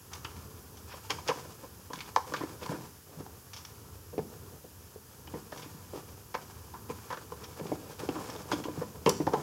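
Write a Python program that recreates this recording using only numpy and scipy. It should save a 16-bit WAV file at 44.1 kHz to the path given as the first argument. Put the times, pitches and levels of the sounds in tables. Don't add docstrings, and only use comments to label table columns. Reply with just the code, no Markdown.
import sys
import numpy as np
from scipy import signal
from scipy.fft import rfft, irfft
from scipy.io import wavfile

SR = 44100
rng = np.random.default_rng(int(sys.argv[2]) if len(sys.argv) > 2 else 0)


def file_out(sig):
    cols = np.atleast_2d(sig).T
    lim = np.clip(cols, -1, 1)
    pcm = np.round(lim * 32767).astype(np.int16)
    wavfile.write(sys.argv[1], SR, pcm)


N = 415422
SIZE = 8192
HZ = np.fft.rfftfreq(SIZE, 1 / SR)
T = np.arange(SIZE) / SR

# f/Hz, level/dB
THUD = [(40, -40), (90, -12), (140, -8), (190, -3.5), (260, -5.5), (330, -11.5), (600, -32.5)]
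# f/Hz, level/dB
TICK = [(2000, -22), (3600, 20.5), (4800, 17.5), (6400, 18), (8000, 3.5), (11000, 3.5), (16000, -11)]


def knocks():
    hits = [(0.246, 4, 375, 960, 2930, -47, -7, 5.5), (0.938, 4.8, 513, 1040, 2330, -48.5, -1, -21),
            (1.0982, 3.2, 440, 950, 3070, -42, -6, -3), (1.104, 2.6, 433, 1090, 3120, -45.5, 0.5, 10),
            (1.184, 5.5, 480, 1000, 2450, -45.5, -14, -10), (1.2867, 4.2, 466, 930, 2490, -34.5, 2.5, -2.5),
            (1.295, 6.1, 550, 970, 1480, -32, 1.5, -4), (1.449, 3.4, 550, 960, 1500, -57.5, 7, -2),
            (1.635, 11, 514, 1000, 1630, -53.5, 5.5, -17), (1.9, 9, 432, 1010, 3360, -47, 0, -14),
            (1.932, 2.7, 290, 1050, 1520, -43, -7, -5), (2.1616, 1.25, 476, 996, 1830, -22.5, -23, -13),
            (2.169, 2.1, 480, 1000, 1750, -32.5, -5, -13), (2.321, 2, 286, 1130, 1540, -46, 3.5, -11),
            (2.337, 4, 514, 1150, 1620, -37.5, -2.5, 1.5), (2.405, 12, 293, 1040, 1670, -40.5, 2, -6),
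            (2.435, 1.9, 320, 716, 2200, -52, 17.5, -3), (2.66, 3, 420, 1000, 2440, -43, -11, -22),
            (2.691, 3, 287, 960, 1530, -45.5, 3, -7), (2.713, 14, 290, 940, 1420, -44, 9.5, -2),
            (3.201, 6.9, 400, 720, 1410, -53.5, 9, -5), (3.262, 2.4, 440, 780, 1510, -50.5, -13, -10),
            (4.127, 16, 470, 770, 1510, -59, 15, -14), (4.179, 3.1, 410, 800, 2350, -50, 17.5, -3.5),
            (4.188, 4, 460, 820, 1620, -45.5, 11.5, -11), (4.641, 8.4, 453, 740, 1410, -67, 18, -8),
            (4.957, 4, 402, 776, 1550, -70.5, 24, -15), (5.272, 4.2, 295, 770, 3020, -54, 0, 0.5),
            (5.3347, 12.6, 453, 920, 1920, -47.5, 9, -8), (5.521, 5.3, 605, 930, 1670, -51, 7, 3.5),
            (5.657, 6.1, 268, 1210, 2480, -66, 18, 4), (5.932, 5.6, 386, 930, 1480, -56, 14.5, -16),
            (5.955, 4.9, 402, 810, 1480, -52.5, 9, -17), (6.341, 5.4, 520, 950, 2220, -39.5, -5, -4),
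            (6.348, 3.8, 550, 954, 1640, -36.5, -3, -5), (6.737, 11.5, 333, 970, 1640, -44, -9, -11),
            (6.892, 7, 430, 970, 2450, -47.5, 6, -6), (6.899, 4.1, 437, 980, 2500, -47.5, 9, -11),
            (7.101, 10.5, 537, 994, 1770, -38, -7.5, -6.5), (7.125, 8.3, 544, 965, 1360, -41.5, -3.5, 0.5),
            (7.171, 3.8, 490, 1180, 1730, -49, 1.5, -1), (7.319, 3.7, 503, 1020, 1410, -44, 1, -12),
            (7.593, 3.2, 520, 950, 2300, -56.5, 14.5, 2.5), (7.608, 4.3, 397, 970, 1610, -51, 8, -14),
            (7.654, 4.1, 403, 780, 2230, -50.5, 8, -24), (7.69, 6.2, 386, 1090, 1410, -51.5, 8, -16),
            (7.717, 5.3, 378, 755, 2230, -42, 11.5, -15), (8.03, 3.4, 400, 930, 1470, -57.5, 19.5, -9),
            (8.0881, 2.8, 278, 734, 3070, -42, 13, -4), (8.154, 9.4, 296, 1090, 1520, -41, 4, -9),
            (8.5149, 4, 258, 910, 1400, -34.5, -2, -1.5), (8.53, 4, 285, 940, 3500, -41.5, 12, -13),
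            (8.653, 2.5, 308, 1020, 3140, -43.5, 4, -26), (8.682, 4.2, 306, 1030, 1660, -48.5, 12, -10),
            (8.814, 7.4, 478, 1000, 1820, -43.5, 11, -12), (9.061, 3.7, 430, 1030, 2770, -28.5, 2.5, -4.5),
            (9.071, 8.5, 442, 920, 2440, -29, 5.5, -27), (9.086, 3.9, 402, 935, 3020, -42.5, 13.5, -12),
            (9.2009, 4.6, 373, 930, 1990, -43, 14.5, -11), (9.267, 4.3, 446, 784, 1710, -35.5, 2, -8),
            (9.274, 2.9, 524, 780, 1710, -29, -3, -26), (9.334, 6, 450, 824, 1560, -27.5, 0, -12.5)]
    # f/Hz, level/dB
    hollow_eq = [(120, -23), (230, -11.5), (290, 1), (480, -2), (570, -1), (680, -5), (1300, -45)]
    shell_eq = [(350, -26), (620, -1), (780, 0), (1050, 6), (1400, -7.5), (2600, -36)]
    clack_eq = [(700, -17.5), (1200, 10), (1500, 5.5), (2000, 1), (3300, 2.5), (4200, -18), (8000, -38)]
    thud, hollow, shell, clack, tick = map(cassette, (THUD, hollow_eq, shell_eq, clack_eq, TICK))
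    out = np.zeros(N)
    for s, ms, hollow_hz, shell_hz, clack_hz, shell_db, weight_db, bite_db in hits:
        hollow_db, clack_db = shell_db + weight_db, shell_db + bite_db
        doublings = np.log2(ms / 3.6)
        thud_db = hollow_db - 13 + 4 * doublings
        tick_db = clack_db - 7.5 - 2.5 * doublings
        tuned_hollow = hollow * peak(hollow_hz, width_hz=90, db=12)
        tuned_shell = shell * peak(shell_hz, width_hz=150, db=14)
        tuned_clack = clack * peak(clack_hz, width_hz=420, db=13)
        layers = [(thud * rattle(ms * 0.42, flatten=0.21), thud_db),
                  (tuned_hollow * rattle(ms * 0.88, rise=0.14, flatten=0.25), hollow_db),
                  (tuned_shell * rattle(ms * 0.92, rise=0.17, flatten=0.95), shell_db),
                  (tuned_clack * rattle(ms * 1.04, flatten=0.062), clack_db),
                  (tick * rattle(ms * 0.89, rise=0.055, flatten=1.0), tick_db)]
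        add(out, s, sum(blow(irfft(spectrum), db) for spectrum, db in layers))
    return out


def bumps(desk_hz=152):
    # t/s, level/dB
    landings = [(0.365, -49), (1.933, -48), (2.69, -35.5), (3.171, -46), (3.198, -45.5), (4.188, -37.5),
                (5.3351, -41.5), (5.737, -47), (5.934, -59), (6.899, -46), (7.608, -39), (7.653, -45),
                (7.693, -47), (7.715, -42), (7.841, -48), (8.0875, -43), (8.776, -34.5), (9.062, -28),
                (9.203, -39), (9.2683, -35.5), (9.335, -48)]
    thud = cassette(THUD) * peak(desk_hz, width_hz=45, db=7)
    out = np.zeros(N)
    for s, db in landings:
        add(out, s, blow(irfft(thud * rattle(ms=2.7, flatten=0.64)), db))
    return out


def flicks(balance_hz=4070, edge_db_per_octave=6):
    # t/s, scrape time/ms, f/Hz, level/dB
    catches = [(0.133, 4.2, 6000, -47), (0.2482, 3.5, 2400, -50), (0.365, 4, 2200, -60),
               (0.77, 8.8, 5970, -58.5), (1.105, 3.5, 4800, -35), (1.2759, 8.9, 4830, -39.5),
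               (1.284, 1.3, 4770, -38.5), (1.933, 4, 5650, -48), (1.957, 3.3, 3500, -51),
               (1.9885, 5.1, 2310, -49), (2.005, 6.2, 2380, -41.5), (2.061, 3.4, 3500, -57),
               (2.362, 14, 2320, -42.5), (2.631, 7.5, 2340, -47), (2.662, 1, 4400, -49),
               (3.533, 8.7, 5570, -47.5), (3.563, 14, 5700, -48.5), (3.65, 3.3, 5800, -50.5),
               (5.574, 10, 5660, -53), (5.627, 13, 2430, -51), (7.44, 6.5, 5700, -51.5),
               (7.666, 3, 2300, -53), (7.991, 6.4, 2470, -52.5), (8.3, 5.1, 5470, -49),
               (8.361, 5.2, 3560, -52), (8.416, 2.2, 5900, -61), (8.522, 7.6, 3320, -38.5),
               (8.638, 10, 3000, -48)]
    # f/Hz, level/dB
    card_eq = [(200, -11), (600, -3.5), (1000, 7.5), (1900, 0), (3200, 5.5), (4200, 9), (8000, -22.5)]
    card, edge = cassette(card_eq), cassette(TICK)
    out = np.zeros(N)
    for s, ms, hz, card_db in catches:
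        force = rattle(ms, rise=0.041) * peak(hz, width_hz=260, db=8)
        edge_db = card_db + edge_db_per_octave * np.log2(hz / balance_hz)
        add(out, s, blow(irfft(card * force), card_db) + blow(irfft(edge * force), edge_db))
    return out


def snaps(ring_db=-10):
    # t/s, level/dB
    strikes = [(9.0918, -34.5), (9.0937, -33)]
    # f/Hz, level/dB, t60 before the fade/s
    spring = [(3000, 6, 0.13), (4480, 7, .22), (5040, -8, 0.44), (5140, -13, .3), (5760, -7, .25),
              (6140, -5, 0.22), (7400, -6, .17)]
    # f/Hz, level/dB
    crack_eq = [(800, -11), (3000, 2), (4000, -1), (5600, 5.5), (7500, 4), (9000, 0), (11500, 1),
                (16000, -9)]
    catch = colour(crack_eq) * np.prod([peak(hz, width_hz=240, db=5) for hz, _, _ in spring], axis=0)
    fade = 1 - T / T[-1]
    out = np.zeros(N)
    for s, db in strikes:
        ring = sum(gain_of(level - 60 * T / t60) * np.sin(2 * np.pi * (hz * T + rng.random()))
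                   for hz, level, t60 in spring)
        crack = irfft(catch * rattle(ms=1.6))
        add(out, s, blow(crack, db) + blow(ring * fade, db + ring_db))
    return out


def rasps(grain_db=3):
    bursts = [(0.926, 0.067, -51), (1.113, 0.022, -37), (2.628, 0.062, -53.5), (5.627, 0.021, -52),
              (7.446, 0.033, -53), (8.645, 0.021, -48.5)]
    # f/Hz, level/dB
    rasp_eq = [(400, -10), (1000, 13), (1700, 6), (2500, 7), (3400, 7.5), (4100, 0), (5500, 2), (6600, -6),
               (8000, -41)]
    impulse = irfft(cassette(rasp_eq))
    out = np.zeros(N)
    for s, length, db in bursts:
        swell = np.sin(np.pi * np.minimum(T / length, 1))
        grains = rng.standard_normal(SIZE) * gain_of(grain_db * rng.standard_normal(SIZE))
        rasp = unit_rms(signal.fftconvolve(grains * swell, impulse)[:SIZE])
        add(out, s - length / 2, gain_of(db) * rasp * np.sqrt(length / T[-1]))
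    return out


def rubbing(uneven_db=3.0, grip_trim_db=-3.5, slide_trim_db=-1.5):
    # t/s, length/s, hand level before trim/dB, card level before trim/dB
    strokes = [(0.105, 0.22, -73, -51.5), (0.345, .16, -58, -56), (0.871, 0.23, -58, -53),
               (1.088, 0.11, -46.5, -46), (1.259, 0.26, -47.5, -49.5), (1.58, 0.068, -50, -56),
               (1.932, 0.21, -58, -49.5), (2.26, 0.33, -45, -51), (2.61, 0.24, -46, -49),
               (3.07, 0.15, -44.5, -55.5), (3.524, 0.34, -81, -62), (4.28, 0.078, -48, -59),
               (4.495, 0.081, -48, -78), (5.29, 0.25, -51, -56.5), (5.54, 0.25, -51, -52.5),
               (5.914, 0.23, -49.5, -55), (6.35, 0.13, -50.5, -56), (6.47, .14, -66, -55),
               (6.877, 0.7, -54, -54), (7.395, 0.16, -50, -54.5), (7.556, 0.42, -45, -51),
               (7.98, 0.28, -39, -44.5), (8.284, .13, -40.5, -46.5), (8.476, 0.35, -41, -47),
               (8.94, 0.051, -41.5, -54), (9.054, 0.12, -44, -39), (9.247, 0.33, -35.5, -48)]
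    # f/Hz, level/dB
    grip_eq = [(50, -27.5), (130, -3.5), (250, -5), (450, -3), (650, -7.5), (1200, -27)]
    slide_eq = [(300, -4), (650, -11.5), (1000, 1.5), (1400, -4), (2100, -16.5), (4000, -26.5)]
    fizz_eq = [(1200, -41), (2400, 3), (4000, 1), (5500, 1), (6800, 4.5), (8500, -1), (12000, -3),
               (16000, -7)]
    grip_power, slide_power = np.full(N, gain_of(-62.5) ** 2), np.full(N, gain_of(-68) ** 2)
    for s, length, hands_db, card_db in strokes:
        add(grip_power, s, (gain_of(hands_db) * stroke(length)) ** 2)
        add(slide_power, s, (gain_of(card_db) * stroke(length)) ** 2)
    grip_db, slide_db = 10 * np.log10(grip_power), 10 * np.log10(slide_power)
    fizz_db = -54.5 + 0.78 * (slide_db + 49.5)
    pressure = unit_rms(gain_of(uneven_db * wander(per_s=45)))
    grip = gain_of(grip_db + grip_trim_db) * friction(grip_eq, slips_per_s=120, spread_db=4, smooth=1)
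    slide = gain_of(slide_db + slide_trim_db) * friction(slide_eq, 350, spread_db=4, smooth=0.87)
    fizz = gain_of(fizz_db) * friction(fizz_eq, slips_per_s=900, spread_db=2, smooth=1)
    return pressure * (grip + slide + fizz)


def stroke(length, attack_s=0.015, sag_db=-6, release_s=0.12):
    t = np.arange(SR) / SR
    hold = gain_of(sag_db * np.minimum(t / length, 1))
    return np.minimum(t / attack_s, 1) * hold * np.exp(-np.maximum(t - length, 0) / release_s)


def friction(eq, slips_per_s, spread_db, smooth):
    slips = (rng.random(N) < slips_per_s / SR) * rng.choice([-1, 1], N)
    sizes = gain_of(spread_db * np.minimum(rng.exponential(1, N), 4))
    return through(unit_rms(slips * sizes) + smooth * rng.standard_normal(N), cassette(eq))


def rattle(ms, rise=0.5, flatten=0.4, damping=0.81, spread_db=4):
    age = 1000 * T / ms
    swarm = rng.standard_normal(SIZE) * gain_of(spread_db * rng.standard_normal(SIZE))
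    envelope = (1 - np.exp(-age / rise)) * np.exp(-(age / 1.234) ** damping)
    force = rfft(swarm * envelope)
    whitened = irfft(force / (abs(force) + 1e-9) ** flatten)
    return rfft(whitened * (np.arange(SIZE) < SIZE // 2))


def cassette(eq):
    # f/Hz, width/Hz, boost/dB
    modes = [(139, 78, 3.5), (287, 27, 1), (394.3, 6.2, 5.5), (497, 22, 7.5), (774, 31, 8.5),
             (930, 90, 3.5), (1225, 95, 2.5), (1704, 180, 5.5), (2230, 115, 6), (2460, 93, 2.5),
             (3100, 750, 2), (4700, 310, 4.5), (5020, 55, 6.5), (5420, 170, 6), (6000, 480, 1.5)]
    return colour(eq) * np.prod([peak(*mode) for mode in modes], axis=0)


def room(x, tail_db=-9, build_s=0.0065):
    # f/Hz, t60/s
    decay = [(150, 0.64), (400, 0.25), (1000, 0.28), (3000, 0.45), (7000, 0.57), (14000, 0.047)]
    # delay/s, gain
    echoes = [(.0021, .1), (.0068, 0.3), (0.0111, .08), (0.02, 0.16)]
    # f/Hz, level/dB
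    soft_eq = [(60, 4.5), (1200, -3.5), (3000, -8), (6500, -4), (10000, -2), (16000, -21)]
    hz, t, noise = signal.stft(rng.standard_normal(SR // 2), SR, nperseg=256)
    tail = signal.istft(noise * gain_of(-60 * t / curve_at(decay, hz)[:, None]), SR, nperseg=256)[1]
    tail *= 1 - np.exp(-(np.arange(len(tail)) / SR / build_s) ** 2)
    reflections = gain_of(tail_db) * tail / np.linalg.norm(tail)
    for delay, gain in echoes:
        reflections[round(delay * SR)] += gain
    dulled = signal.fftconvolve(reflections, irfft(colour(soft_eq)))
    return x + signal.fftconvolve(x, dulled)[:N]


def background(rumble_db=-52.5, hiss_db=-56.5):
    # f/Hz, level/dB
    rumble_eq = [(20, -84), (40, -20), (62, -7.5), (80, 2.5), (105, 1), (135, -6), (165, -9.5),
                 (220, -10.5), (320, -15.5), (420, -10.5), (620, -25), (1000, -19), (1400, -24),
                 (2200, -48)]
    hiss_eq = [(900, -2.5), (1700, 3), (2100, -4.5), (3000, -0.5), (4000, -4), (5000, 2.5), (6700, 3),
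               (8800, -2), (10500, 3), (13000, 3.5), (15800, -1)]
    rumble = through(rng.standard_normal(N), colour(rumble_eq)) * gain_of(2.0 * wander(per_s=6.7))
    hiss = through(rng.standard_normal(N), colour(hiss_eq)) * gain_of(0.28 * wander(per_s=3.2))
    return gain_of(rumble_db) * rumble + gain_of(hiss_db) * hiss


def gain_of(db):
    return 10 ** (np.asarray(db) / 20)


def unit_rms(x):
    return x / np.sqrt(np.mean(x ** 2) + 1e-20)


def blow(x, db):
    return gain_of(db) * x * np.sqrt(.02 * SR / np.sum(x ** 2))


def curve_at(points, hz):
    f, value = np.transpose(points)
    return np.interp(np.log(hz + 1), np.log(np.maximum(f, 1)), value)


def add(mix, s, sound):
    part = mix[max(round(s * SR), 0):][:len(sound)]
    part += sound[:len(part)]


def colour(eq):
    rolloff = np.minimum((HZ + 1) / eq[0][0], 1) * np.minimum(eq[-1][0] / (HZ + 1), 1)
    log_gain = np.log(gain_of(curve_at(eq, HZ)) * rolloff ** 2 + 1e-5)
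    mirrored = np.r_[log_gain, log_gain[-2:0:-1]]
    return np.exp(np.conj(signal.hilbert(mirrored)))[:len(HZ)]


def peak(hz, width_hz, db):
    return 1 + (gain_of(db) - 1) / (1 + 2j * (HZ - hz) / width_hz)


def through(x, response):
    return unit_rms(signal.oaconvolve(x, irfft(response))[:N])


def wander(per_s):
    knots = rng.standard_normal(int(N / SR * per_s) + 2)
    return unit_rms(np.interp(np.arange(N) / SR * per_s, np.arange(len(knots)), knots))


def scene():
    handling = knocks() + bumps() + flicks() + snaps() + rasps() + rubbing()
    return (room(handling) + background())[None]


def record(dry, cutoff_hz=15900):
    lowpass = signal.firwin(511, cutoff_hz, window=("kaiser", 9), fs=SR)
    return signal.oaconvolve(dry, lowpass[None], "same")


dry = scene()
out = record(dry)
file_out(out)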